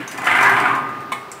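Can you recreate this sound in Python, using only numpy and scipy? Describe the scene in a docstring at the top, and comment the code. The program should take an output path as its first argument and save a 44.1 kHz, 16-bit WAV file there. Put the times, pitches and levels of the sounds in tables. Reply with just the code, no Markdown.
"""Scraping, squeaks and judders over a ringing steel shell and a hollow rumble: a cement mixer drum
turned by hand on its stand in a workshop. The dry bearing sticks and slips and drives the shell's modes;
rolling stirs the hollow, then the drum rings out. A steel hand tool clinks at the start, knocks once
on the flange near the end and ticks on a bolt."""
import sys
import numpy as np
from scipy import signal
from scipy.fft import rfft, irfft
from scipy.io import wavfile
from scipy.ndimage import uniform_filter1d

SR = 44100
rng = np.random.default_rng(int(sys.argv[2]) if len(sys.argv) > 2 else 0)


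def log_audio(samples):
    """Write samples as a 16-bit WAV file to the path given in sys.argv[1]."""
    # one column per channel
    frames = np.atleast_2d(samples).T
    # limit to full scale, then quantise
    limited = np.clip(frames, -1, 1)
    pcm = np.round(limited * 32767).astype(np.int16)
    wavfile.write(sys.argv[1], SR, pcm)


N = 61739

# Spectrum of a dry contact. Each row: frequency in Hz, relative level in dB.
CONTACT_SPECTRUM = [(500, -11), (2500, 2), (4500, -2), (8500, -2), (11000, -6), (15000, -11)]


def amp(db):
    """Decibels to gain."""
    return 10 ** (np.asarray(db) / 20)


def clock():
    """Sample times in seconds."""
    return np.arange(N) / SR


def curve(points):
    """Gain over time from (s, dB) points."""
    return amp(np.interp(clock(), *np.array(points).T))


def unit(x):
    """Scale to unit energy."""
    return x / np.sqrt(np.sum(x ** 2))


def through(x, response):
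    """Convolve a force with a response."""
    return signal.fftconvolve(x, response)[:N]


def lowpass(x, hz):
    """Second-order low-pass."""
    return signal.sosfilt(signal.butter(2, hz, "low", fs=SR, output="sos"), x)


def highpass(x, hz):
    """Second-order high-pass."""
    return signal.sosfilt(signal.butter(2, hz, "high", fs=SR, output="sos"), x)


def colour(points, size=2048):
    """Minimum-phase response shaped by (Hz, dB) points."""
    hz, db = np.array(points).T
    grid_hz = np.maximum(np.arange(size // 2 + 1) * SR / size, 1)
    magnitude = amp(np.interp(np.log(grid_hz), np.log(hz), db))
    cepstrum = irfft(np.log(magnitude))
    cepstrum[1:size // 2] *= 2
    cepstrum[size // 2 + 1:] = 0
    return unit(irfft(np.exp(rfft(cepstrum))))


def fade(t60_s):
    """Exponential decay."""
    return np.exp(-np.log(1000) * clock() / t60_s)


def tail(t60_s):
    """Diffuse decay with a flattened spectrum."""
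    spectrum = rfft(rng.standard_normal(N) * fade(t60_s))
    power = uniform_filter1d(np.abs(spectrum) ** 2, 40)
    flat = irfft(spectrum / np.sqrt(power), N)
    return unit(flat * (clock() < min(t60_s, 1)))


def ring(modes):
    """Response of decaying modes at random phases."""
    return unit(sum(amp(db) * fade(t60_s) * np.sin(2 * np.pi * (hz * clock() + rng.random()))
                    for hz, db, t60_s in modes))


def grit(spread_db):
    """Dense tiny contacts of uneven size, rms 1."""
    noise = rng.standard_normal(N)
    size_db = spread_db * np.repeat(rng.standard_normal(N // 64 + 1), 64)[:N]
    contacts = noise * amp(size_db)
    return contacts / np.std(contacts)


def bursts(rows):
    """Noise bursts with sharp onset and exponential decay."""
    force = np.zeros(N)
    for start_s, db, decay_s in rows:
        age_s = clock() - start_s
        envelope = (age_s >= 0) * np.exp(-np.abs(age_s) / decay_s)
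        force += amp(db) * unit(rng.standard_normal(N) * envelope)
    return force


def tap(start_s, db):
    """One hard contact."""
    force = np.zeros(N)
    force[int(start_s * SR)] = amp(db)
    return force


def room(x, near_db, far_db):
    """Add scatter from nearby surfaces and workshop reverberation."""
    scatter = through(x, tail(t60_s=0.092))
    reverb = through(x, tail(t60_s=0.42))
    return x + amp(near_db) * scatter + amp(far_db) * reverb


def workshop_air():
    """Steady, quiet background noise."""
    # Each row: frequency in Hz, relative level in dB.
    spectrum = [(25, -51), (60, 8), (125, 1.5), (400, 1.5), (1100, 3.5), (2200, -6.5), (4000, -14.5),
                (9000, -29.5), (15000, -26)]
    return amp(-37.5) * through(rng.standard_normal(N), colour(spectrum))


def tool_clink():
    """The steel tool pings as the hand takes hold."""
    # Each row: frequency in Hz, relative level in dB, T60 in seconds.
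    steel_modes = [(3780, -9.5, 0.14), (6060, -7, 0.26), (6230, -2, .06), (6500, -4, 0.069),
                   (6870, -10, 0.12), (7240, -12, 0.06), (9700, -14, .09)]
    touch = tap(start_s=0.077, db=-13.5)
    ping = through(touch, ring(steel_modes))
    rasp = room(through(touch, colour(CONTACT_SPECTRUM)), near_db=-2.5, far_db=12)
    return amp(8) * ping + amp(-6.5) * rasp


def bolt_tick():
    """The tool touches a bolt: one bright impulse."""
    # Each row: frequency in Hz, relative level in dB.
    spectrum = [(600, -18), (2400, 4), (3500, -26), (4600, -6), (5700, 0), (6600, -3), (7400, 8),
                (8200, 5.5), (9000, -1.5), (12000, -9.5), (15000, -22)]
    tick = through(tap(start_s=1.3167, db=-10.5), colour(spectrum))
    return room(tick, near_db=3, far_db=-1)


def flange_knock():
    """The tool lands with a chattering crack; the flange rings in close, beating mode pairs."""
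    # Each row: start in seconds, relative strength in dB, decay time in seconds.
    contacts = [(1.1195, -8, 0.0012), (1.1232, -1.5, 0.0053)]
    # Each row: frequency in Hz, relative level in dB.
    crack_spectrum = [(90, -9), (140, -8), (550, -11), (1050, -9), (1500, -6.5), (2200, 8.5), (2750, -10),
                      (4100, -2.5), (4700, -19.5), (9000, -11), (11000, -20.5), (15000, -26)]
    # Each row: frequency in Hz, relative level in dB, T60 in seconds.
    modes = [(245, -17, .3), (480, -18, .4), (680, -13, .2), (808, -13, .4), (890, -11, .2),
             (1042, 1.5, .12), (1109, -14, .95), (1228, -11, .35), (1795, -18, .55), (2003, -15, .25),
             (2159, -9, .4), (2575, -20, .3), (2977, -13, .2), (3390, -22, .35)]
    crack = room(through(bursts(contacts), colour(crack_spectrum)), near_db=-2, far_db=-3)
    twins = [(hz + 19 * rng.uniform(0.5, 1.95), db - 8, t60_s) for hz, db, t60_s in modes]
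    ringing = through(tap(start_s=contacts[0][0], db=9.5), ring(modes + twins))
    return amp(1.5) * crack + ringing


def grip_clicks():
    """Bright dry clicks as the drum is gripped and turned."""
    # Each row: start in seconds, relative strength in dB, decay time in seconds.
    contacts = [(.113, -5.5, 0.0044), (.176, -5.5, 0.0045), (.217, -11, 0.0028), (.243, -6, 0.0044),
                (.256, -4, 0.0084), (.268, -12, 0.0026), (.312, -13, 0.0041), (.352, -4.5, 0.026),
                (.408, -4, 0.0092), (.428, 2, 0.0041), (.449, -14, 0.0042), (.463, -11, 0.0005),
                (.495, -2, 0.00094), (.522, -15, 0.0036), (.586, -12, 0.0035), (.601, -6.5, 0.0011),
                (.657, -29, .004), (.749, -10.5, 0.012), (.89, -21, 0.0026), (1.005, -20, 0.0016)]
    clicks = through(bursts(contacts), colour(CONTACT_SPECTRUM))
    return amp(-9) * room(clicks, near_db=6.5, far_db=2.5)


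def drum_hum():
    """Two low drum modes build while it rolls, waver in level, then ring out."""
    # Each row: frequency in Hz, relative level in dB.
    modes = [(125, -0.5), (398.2, 0.5)]
    # Each row: time in seconds, level in dB.
    envelope = [(.25, -49), (.45, -30), (.63, -30.5), (.9, -43.5), (1.15, -46.5), (1.4, -50)]
    waver_db, hum = 2, 0
    for hz, db in modes:
        waver = lowpass(rng.standard_normal(N), hz=7)
        hum += amp(db + waver_db * waver / np.std(waver)) * np.sin(2 * np.pi * hz * clock())
    return curve(envelope) * hum


def hollow_rumble():
    """Rolling stirs the low resonances of the hollow and the stand."""
    # Each row: centre in Hz, half-width in Hz, relative level in dB.
    resonances = [(128.6, 19, 3.5), (181, 17, -6), (244, 21, -3), (279.7, 14, -.5), (308, 96, 2),
                  (389, 21, -14), (493, 290, -12)]
    # Each row: time in seconds, level in dB.
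    envelope = [(0, -27), (.09, -47), (.2, -34.5), (.33, -31.5), (.48, -31), (.6, -28), (.72, -30.5),
                (.82, -34), (.95, -35), (1.1, -40.5), (1.4, -50)]
    hz = np.arange(N // 2 + 1) * SR / N
    rumble = 0
    for centre_hz, half_width_hz, db in resonances:
        peak = 1 / (1 + ((hz - centre_hz) / half_width_hz) ** 2)
        band = irfft(rfft(rng.standard_normal(N)) * peak, N)
        rumble += amp(db) * band / np.std(band)
    return curve(envelope) * rumble / np.std(rumble)


def bearing_squeaks():
    """Stick and slip briefly fall into step: short, rough, gliding tones."""
    # Each row: start and length in seconds, start and end pitch in Hz, relative level in dB.
    glides = [(0.266, 0.029, 1766, 1850, -15.5), (0.27, 0.016, 2950, 3000, -23),
              (0.31, 0.019, 2000, 2060, -15), (0.346, 0.018, 1970, 2020, -9.5),
              (0.379, 0.04, 2350, 2372, -20), (0.423, 0.0516, 890, 1057, -15.5),
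              (.425, 0.0672, 1530, 1754, -12.5), (0.43, 0.094, 2020, 1978, -15.5),
              (0.474, 0.074, 1560, 1620, -15.5), (0.653, 0.0127, 1450, 1410, -13),
              (0.698, .022, 1040, 1120, -16), (0.736, 0.05, 1075, 1040, -21),
              (0.776, 0.021, 1060, 1044, -22)]
    roughness = 0.9
    squeaks = np.zeros(N)
    for start_s, length_s, from_hz, to_hz, db in glides:
        progress = np.clip((clock() - start_s) / length_s, 0, 1)
        phase = 2 * np.pi * np.cumsum(from_hz + (to_hz - from_hz) * progress) / SR
        waver = lowpass(rng.standard_normal(N) + 1j * rng.standard_normal(N), hz=110)
        tone = np.real(np.exp(1j * phase) * (1 + roughness * waver / np.std(waver)))
        arch = np.sqrt(4 * progress * (1 - progress))
        squeaks += amp(db) * arch * tone
    return amp(-3.7) * room(squeaks, near_db=-12, far_db=-3)


def shell_scrape():
    """Bearing scrape and catch-and-slip judders drive the shell's strong modes and dense finer ones."""
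    # Each row: time in seconds, force in dB, treble gain in dB.
    scrape = [(0, -38, 17.5), (.06, -49, 14.5), (.13, -41.5, 5), (.2, -26.5, -7.5), (.264, -20, -3.5),
              (.274, -15.5, 2), (.39, -20.5, 2), (.46, -15, -5.5), (.53, -24.5, 4), (.58, -16.5, 1.5),
              (.635, -22.5, -12), (.68, -18, 2.5), (.73, -26.5, -6.5), (.79, -31, -28), (.83, -27.5, -27),
              (.95, -37, 4), (1.08, -51, 1), (1.4, -93, -39)]
    # Each row: start in seconds, relative strength in dB, decay time in seconds.
    judders = [(.143, -15, 0.012), (.182, -8, 0.0059), (.218, -10, 0.0028), (.269, 5, .004),
               (.3135, 1, 0.0013), (.352, -2, 0.0011), (.358, -1, 0.0021), (.388, -0.5, 0.0025),
               (.411, 1.5, 0.0011), (.429, 4.5, 0.0088), (.449, -1, 0.009), (.459, 4.5, 0.0043),
               (.494, 1, 0.0011), (.52, -4.5, 0.0022), (.565, 0, 0.0088), (.611, 1.5, 0.0025),
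               (.637, 0.5, 0.0034), (.6545, 4.5, 0.0013), (.728, -4.5, 0.0052), (.742, 0, 0.0014),
               (.786, -2.5, 0.012)]
    # Each row: frequency in Hz, relative level in dB, T60 in seconds.
    strong_modes = [(738.4, -2, 0.19), (900, -2.5, 0.31), (916, -12, .82), (987, -5, 0.94), (1025, -3, 0.3),
                    (1078, -3, 1.12), (1218, -4.5, 1.8), (1206, -24, 1.8), (1332, -18, 2.4),
                    (1490, -4, 0.81), (1570, -4.5, 0.84), (1600, -15, 0.13), (1782, 0, 0.089),
                    (1989, -4.5, 0.6), (2034, -10.5, 0.22)]
    # Each row: frequency in Hz, relative level in dB.
    fine_mode_spectrum = [(60, -60), (200, -33), (520, -16.5), (720, -4), (1000, -0.5), (1330, -2.5),
                          (1620, -2), (2050, -4), (2400, -8), (3050, -15), (3600, -22.5), (4800, -36),
                          (8500, -32), (15000, -44.5)]
    crossover_hz = 1590
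    scrape_gain = curve([(time_s, db) for time_s, db, _ in scrape])
    treble_gain = curve([(time_s, db) for time_s, _, db in scrape])
    force = scrape_gain * grit(spread_db=4) + amp(11.5) * bursts(judders)
    # The crossover's halves are in antiphase, so subtract.
    force = lowpass(force, crossover_hz) - treble_gain * highpass(force, crossover_hz)
    bass_tail = lowpass(tail(t60_s=0.63), crossover_hz)
    treble_tail = highpass(tail(t60_s=0.49), crossover_hz)
    decay = amp(-4.5) * tail(t60_s=0.031) + amp(-3.5) * (bass_tail + treble_tail)
    response = through(decay, colour(fine_mode_spectrum)) + amp(-7.5) * ring(strong_modes)
    return amp(-1) * through(force, response)


def scene():
    """Workshop, drum and tool, in mono."""
    air = workshop_air()
    drum = shell_scrape() + bearing_squeaks() + hollow_rumble() + drum_hum() + grip_clicks()
    tool = flange_knock() + tool_clink() + bolt_tick()
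    return (air + drum + tool)[None]


def record(dry):
    """Thin the deep bass, round the peaks, cut the top."""
    low_cut_hz, top_hz = 177, 15600
    rounded = np.tanh(highpass(dry, low_cut_hz))
    return signal.sosfilt(signal.ellip(10, 0.2, 80, top_hz, fs=SR, output="sos"), rounded)


dry = scene()
out = record(dry)
log_audio(out)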